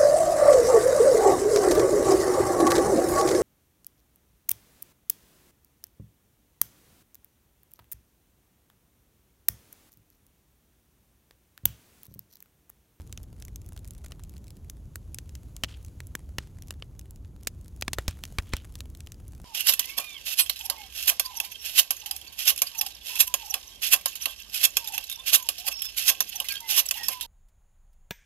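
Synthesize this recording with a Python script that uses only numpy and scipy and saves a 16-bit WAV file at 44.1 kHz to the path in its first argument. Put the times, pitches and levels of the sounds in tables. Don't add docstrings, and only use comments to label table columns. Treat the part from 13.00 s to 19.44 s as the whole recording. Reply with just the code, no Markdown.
import sys
import numpy as np
from scipy import signal
from scipy.fft import rfft, irfft
from scipy.io import wavfile

SR = 44100
rng = np.random.default_rng(int(sys.argv[2]) if len(sys.argv) > 2 else 0)


def transcribe(u):
    v = np.clip(np.atleast_2d(u).T, -1, 1)
    q = np.round(v * 32767).astype(np.int16)
    wavfile.write(sys.argv[1], SR, q)


N = 284136

# (time [s], relative level [dB], top end [dB], ring [Hz])
SNAPS_AND_POP_ECHO = [(0.1262, -14, -4.5, 7700), (0.1754, -12, -12, 6500), (0.2315, -36.5, 12.5, 13100),
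                      (0.4232, -17, -7, 6240), (0.451, -27, 7, 7200), (0.4822, -27.5, 1.5, 2070),
                      (0.5594, -22, 6.5, 6470), (0.689, -39.5, 16, 10500), (0.7762, -24, -3, 3370),
                      (0.8462, -27.5, -2, 5030), (0.8762, -30, 8, 11200), (0.9078, -24.5, 6.5, 10300),
                      (1.0614, -25.5, -0.5, 7140), (1.1204, -15, -11, 3030), (1.2367, -26, 3, 7400),
                      (1.2951, -32.5, 8.5, 11400), (1.3666, -28.5, -6, 4260), (1.481, -26, -5.5, 9300),
                      (1.505, -26.5, -0.5, 5070), (1.6985, -16.5, 2.5, 6720), (1.9572, -18, 8.5, 1550),
                      (2.1451, -17, 6, 9530), (2.186, -8.5, -6, 6440), (2.2931, -25, -6, 7350),
                      (2.3527, -17, -7.5, 7000), (2.5654, -17.5, -0.5, 7300), (2.6446, -4, -17, 2860),
                      (2.8482, -27, 2, 6500), (3.0038, -16, -6, 2080), (3.07, -37, 15.5, 10400),
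                      (3.6225, -23.5, 1.5, 5820), (3.6833, -26.5, 0, 6500), (3.7073, -8, -3.5, 2890),
                      (3.8236, -10, -34, 3070), (3.9935, -23, 4.5, 6470), (4.1084, -36, 14.5, 10900),
                      (4.248, -30.5, -15, 2830), (4.4329, -28, 1, 10940), (4.6811, -30.5, 3.5, 11100),
                      (4.8118, -15, 1, 10400), (5.1097, -21, -4, 2730), (5.2375, -7.5, -6.5, 3200),
                      (5.2527, -13.5, -6.5, 6900), (5.5672, -14, 0, 3400), (5.7546, -17, -1.5, 4300),
                      (5.8055, -12.5, -4.5, 3800), (5.9499, -24.5, -1, 4100), (6.0053, -17, -9, 8040),
                      (6.0716, -19.5, -7, 3140), (6.12, -19, -1, 6700), (6.2807, -38, 14, 10200)]
# (time [s], relative level [dB], low end [dB], top end [dB], ring [Hz], air puff [dB], spit [dB])
WAX_POPS = [(2.6357, 17.5, -7, -24.5, 3100, -25.5, -16), (3.152, -6.5, 5.5, 0, 1640, -47, -46),
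            (3.384, -0.5, 2, -11.5, 2900, -26.5, -18), (4.4718, 10.5, -7, 0.5, 6800, -48, -23),
            (4.8229, 5.5, -6, -13, 2310, -45, -37), (4.8801, 4, 4.5, -12, 1720, -47, -30),
            (4.9322, 4.5, -3, -6.5, 6450, -49, -10.5), (4.9849, -4, 11.5, -5.5, 1360, -22, -9.5),
            (5.0804, 7, -1.5, -9, 6610, -15.5, -9.5), (5.3851, 6, 6, -16, 2400, -14.5, -11),
            (5.5353, 5.5, 6.5, -11.5, 2340, -16.5, -13)]
# (time [s], fade time scale [s], level [dB], jar ring [dB])
WAX_SIZZLES = [(2.681, 0.057, -55, 0.5), (3.387, 0.073, -59, -21), (4.971, .08, -59, -12),
               (5.079, 0.05, -56, -1), (5.28, 0.17, -70, -12), (5.453, 0.1, -68, 6.5),
               (5.519, 0.05, -54, 4.5)]
# (time [s], level [dB])
FRYING_LEVEL = [(0.0, -69), (0.29, -71.5), (0.66, -71), (1.81, -71), (2.64, -67.5), (4.29, -74),
                (4.84, -69), (4.97, -66.5), (5.38, -64), (5.85, -70.5), (6.44, -69.5)]
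# (time [s], liveliness [dB])
WICK_LIVELINESS = [(0, -2), (0.9, 4), (1.5, -0.5), (1.8, -7), (2.7, -5), (3.8, -1), (4.2, -4), (5.3, 0),
                   (6.44, 2)]
# (frequency [Hz], gain [dB])
CRACK_COLOUR = [(320, 0.5), (810, -5.5), (1370, -2), (2060, 1), (3000, 0), (4500, -1.5), (6600, 2),
                (9800, -1), (14300, -0.5)]
# (frequency [Hz], side relative to mid [dB])
CRACK_WIDTH = [(700, -23), (2400, -22), (4400, -12.5), (8100, -8), (15000, -5.5)]
# (frequency [Hz], relative level per Hz [dB])
RUMBLE_SPECTRUM = [(12, -51), (20, -14.5), (48, 0), (75, 2), (95, -3), (125, -7.5), (209, -17),
                   (329, -22.5), (455, -29.5), (797, -38.5), (1500, -48), (3300, -65.5)]
HISS_SPECTRUM = [(700, -0.5), (1100, 0), (1750, -5.5), (3000, -1.5), (4300, -4), (5400, -5), (6600, 1),
                 (8700, -7), (10800, 0.5), (13500, -6), (15800, -7)]
CRACKLE_SPECTRUM = [(700, 4.5), (1500, 0), (3000, -3), (6500, -4.5), (11000, -2), (15800, -14)]
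SIZZLE_SPECTRUM = [(700, 0), (1500, 5.5), (2500, 2.5), (5000, 1), (8000, -0.5), (11000, -8), (16000, -16)]
# (frequency [Hz], correlation [-1 to 1])
LIKENESS = [(25, 0.99), (100, 0.98), (1800, 1), (3000, 1), (4500, 0.98), (6600, 0.99), (9800, 0.58),
            (14000, 0.96)]
# (delay [ms], level [dB])
ECHOES = [(8.8, -27.5), (16.3, -58)]

BURST_SIZE = 1024
BUBBLE_HZ, LOW_END_DB, LOW_DB_PER_OCTAVE, TOP_DB_PER_OCTAVE = 6500, -7.5, -5.5, 6.5


def from_db(db):
    return 10 ** (np.asarray(db) / 20)


def rms_one(x):
    return x / np.sqrt(np.mean(x ** 2) + 1e-20)


def unit_energy(x):
    return x / np.sqrt(np.sum(x ** 2, axis=-1, keepdims=True) + 1e-20)


def at_hz(points, hz):
    table_hz, value = np.transpose(points)
    return np.interp(np.log(np.maximum(hz, 1)), np.log(table_hz), value)


def in_time(curve, s):
    return np.interp(s, *np.transpose(curve))


def add(out, s, sound):
    start = int(round(s * SR))
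    out[:, start:start + sound.shape[-1]] += sound[..., :N - start]


def left_right(mid, side, hz):
    alike = np.clip(at_hz(LIKENESS, hz), 0, 1)
    mid = np.sqrt((1 + alike) / 2) * mid
    side = np.sqrt((1 - alike) / 2) * side
    return np.array([mid + side, mid - side])


def coloured(pair, spectrum):
    hz = np.fft.rfftfreq(N, 1 / SR)
    mid, side = rfft(pair) * from_db(at_hz(spectrum, hz))
    return rms_one(irfft(left_right(mid, side, hz), N))


def grains(per_s, spread_db, decay_s):
    sizes = from_db(spread_db * np.minimum(rng.exponential(1, N), 3.5))
    born = rng.random(N) < per_s / SR
    energy_kept = np.exp(-2 / (decay_s * SR))
    power = signal.lfilter([1], [1, -energy_kept], born * sizes ** 2 + 1e-18)
    return np.sqrt(power) * rng.standard_normal((2, N))


def bursts(decay_ms, spike, spit_db, spit_ms=5.9):
    ms = np.arange(BURST_SIZE) / SR * 1000
    noise = rng.standard_normal((len(decay_ms), 2, 2, BURST_SIZE))
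    scatter, spit = noise.transpose(1, 2, 0, 3)
    burst = unit_energy(scatter * np.exp(-ms / decay_ms[:, None]))
    burst += from_db(spit_db)[..., None] * unit_energy(spit * np.exp(-ms / spit_ms))
    burst[0, :, 0] += spike
    return burst


def tilt(hz, low_db, top_db, low_hz=1400, middle_hz=3800, top_hz=10500):
    toward_low = at_hz([(low_hz, 1), (middle_hz, 0)], hz)
    toward_top = at_hz([(middle_hz, 0), (top_hz, 1)], hz)
    return low_db * toward_low + top_db * toward_top


def voiced(burst, level_db, low_db, top_db):
    edges = [170, 600, 1100, 1700, 2500, 3700, 5500, 8000, 12000, 16000]
    out = 0
    for k, (low, high) in enumerate(zip(edges, edges[1:])):
        hz = np.sqrt(low * high)
        band_pass = signal.butter(2, [low, high], "band", fs=SR, output="sos")
        band = signal.sosfilt(band_pass, burst + 1e-18)
        mid, side = unit_energy(band) * np.sqrt(2 * (high - low) / SR) * (-1) ** k
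        gain = from_db(level_db + tilt(hz, low_db, top_db) + at_hz(CRACK_COLOUR, hz))
        width = from_db(at_hz(CRACK_WIDTH, hz))
        stereo = np.array([mid + width * side, mid - width * side])
        out = out + stereo * gain[:, None] / np.hypot(1, width)
    return out


def cavity(hz, decay_ms):
    t = np.arange(BURST_SIZE) / SR
    return np.sin(2 * np.pi * hz * t) * np.exp(-t * 1000 / decay_ms)


def rumble(level_db=-43.5):
    return from_db(level_db) * coloured(rng.standard_normal((2, N)), RUMBLE_SPECTRUM)


def frying(hiss_db=0.5, crackle_db=3.5):
    t = np.arange(N) / SR
    hiss = from_db(hiss_db) * coloured(rng.standard_normal((2, N)), HISS_SPECTRUM)
    crackle_grains = grains(per_s=110, spread_db=6.0, decay_s=0.0015)
    crackle = from_db(crackle_db) * coloured(crackle_grains, CRACKLE_SPECTRUM)
    liveliness = from_db(in_time(WICK_LIVELINESS, t))
    return from_db(in_time(FRYING_LEVEL, t)) * (hiss + liveliness * crackle)


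def faint_ticks(count=44, level_db=-33.0, spread_db=2.5, low_hz=4500, high_hz=13000, db_per_octave=-4.0):
    when, size, strength = rng.random((count, 3)).T
    t = np.arange(N) / SR
    burnt = np.cumsum(from_db(in_time(WICK_LIVELINESS, t)))
    s = np.interp(when * burnt[-1], burnt, t)
    ring_hz = low_hz * (high_hz / low_hz) ** size
    octaves = np.log2(ring_hz / BUBBLE_HZ)
    db = level_db + db_per_octave * octaves + spread_db * (2 * strength - 1)
    return np.transpose([s, db, TOP_DB_PER_OCTAVE * octaves, ring_hz])


def snaps(decay_ms=0.96, spike=0.86, spit_db=-13.0, gain_db=-0.34, ring_db=-17.5, ring_ms=1.0):
    s, level_db, top_db, ring_hz = np.vstack([SNAPS_AND_POP_ECHO, faint_ticks()]).T
    low_db = LOW_END_DB + LOW_DB_PER_OCTAVE * np.log2(ring_hz / BUBBLE_HZ)
    raw = bursts(np.full(len(s), decay_ms), spike, spit_db)
    ticks = voiced(raw, level_db + gain_db, low_db, top_db)
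    ring_gain = from_db(level_db + tilt(ring_hz, low_db, top_db) + ring_db)
    out = np.zeros((2, N))
    for k, start in enumerate(s):
        add(out, start, ticks[:, k] + ring_gain[k] * cavity(ring_hz[k], ring_ms))
    return out


def pops(decay_ms=1.18, spike=0.58, gain_db=0.97, ring_db=-18.5, puff_hz=62, puff_ms=3.56, puff_lag_ms=3.11):
    s, level_db, low_db, top_db, ring_hz, puff_db, spit_db = np.transpose(WAX_POPS)
    raw = bursts(np.full(len(s), decay_ms), spike, spit_db)
    cracks = voiced(raw, level_db + gain_db, low_db, top_db)
    ring_gain = from_db(level_db + tilt(ring_hz, low_db, top_db) + ring_db)
    t = np.arange(2 * BURST_SIZE) / SR
    swell = t * 1000 / puff_ms
    puff_wave = np.sin(2 * np.pi * puff_hz * (t - puff_lag_ms / 1000))
    puff = swell * np.exp(1 - swell) * puff_wave
    sharp, air = np.zeros((2, 2, N))
    for k, start in enumerate(s):
        add(sharp, start, cracks[:, k] + ring_gain[k] * cavity(ring_hz[k], decay_ms))
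        add(air, start, from_db(puff_db[k]) * puff)
    return sharp, air


def sizzles(rise_s=0.0061, fade=1.0, ring_fade=0.55, jar_hz=3080, jar_q=4.7):
    t = np.arange(N) / SR
    fizz_level, ring_level = np.zeros((2, N))
    for s, length, level_db, ring_db in WAX_SIZZLES:
        age = np.maximum(t - s, 0)
        onset = from_db(level_db) * (1 - np.exp(-age / rise_s))
        fizz_level += onset * np.exp(-fade * (age / length) ** 2)
        ring_level += onset * from_db(ring_db) * np.exp(-ring_fade * (age / length) ** 2)
    fizz = coloured(grains(per_s=1500, spread_db=3.5, decay_s=0.002), SIZZLE_SPECTRUM)
    sputter = coloured(grains(per_s=670, spread_db=5.5, decay_s=0.002), SIZZLE_SPECTRUM)
    b, a = signal.iirpeak(jar_hz, jar_q, fs=SR)
    ring = rms_one(signal.lfilter(b, a, sputter))
    return fizz_level * fizz + ring_level * ring


def room(x, tail_db=-46, t60_s=0.3, wall_hz=7000, scatter_s=0.00018):
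    t = np.arange(SR // 2) / SR
    tail = rng.standard_normal((2, len(t))) * from_db(-60 * t / t60_s)
    response = from_db(tail_db) * unit_energy(tail)
    for delay_ms, echo_db in ECHOES:
        noise = rng.standard_normal((2, BURST_SIZE))
        scatter = unit_energy(noise * np.exp(-t[:BURST_SIZE] / scatter_s))
        add(response, delay_ms / 1000, from_db(echo_db) * scatter)
    band_pass = signal.butter(1, [900, wall_hz], "band", fs=SR, output="sos")
    response = signal.sosfilt(band_pass, response)
    return x + signal.fftconvolve(x, response, axes=1)[:, :N]


def scene():
    cracks, air = pops()
    return room(cracks + snaps()) + air + frying() + sizzles() + rumble()


def record(dry, overload=0.1, cutoff_hz=16000):
    clipped = dry / (1 + (dry / overload) ** 6) ** (1 / 6)
    low_pass = signal.ellip(10, 0.2, 80, cutoff_hz, fs=SR, output="sos")
    return signal.sosfilt(low_pass, clipped)


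dry = scene()
out = record(dry)
transcribe(out)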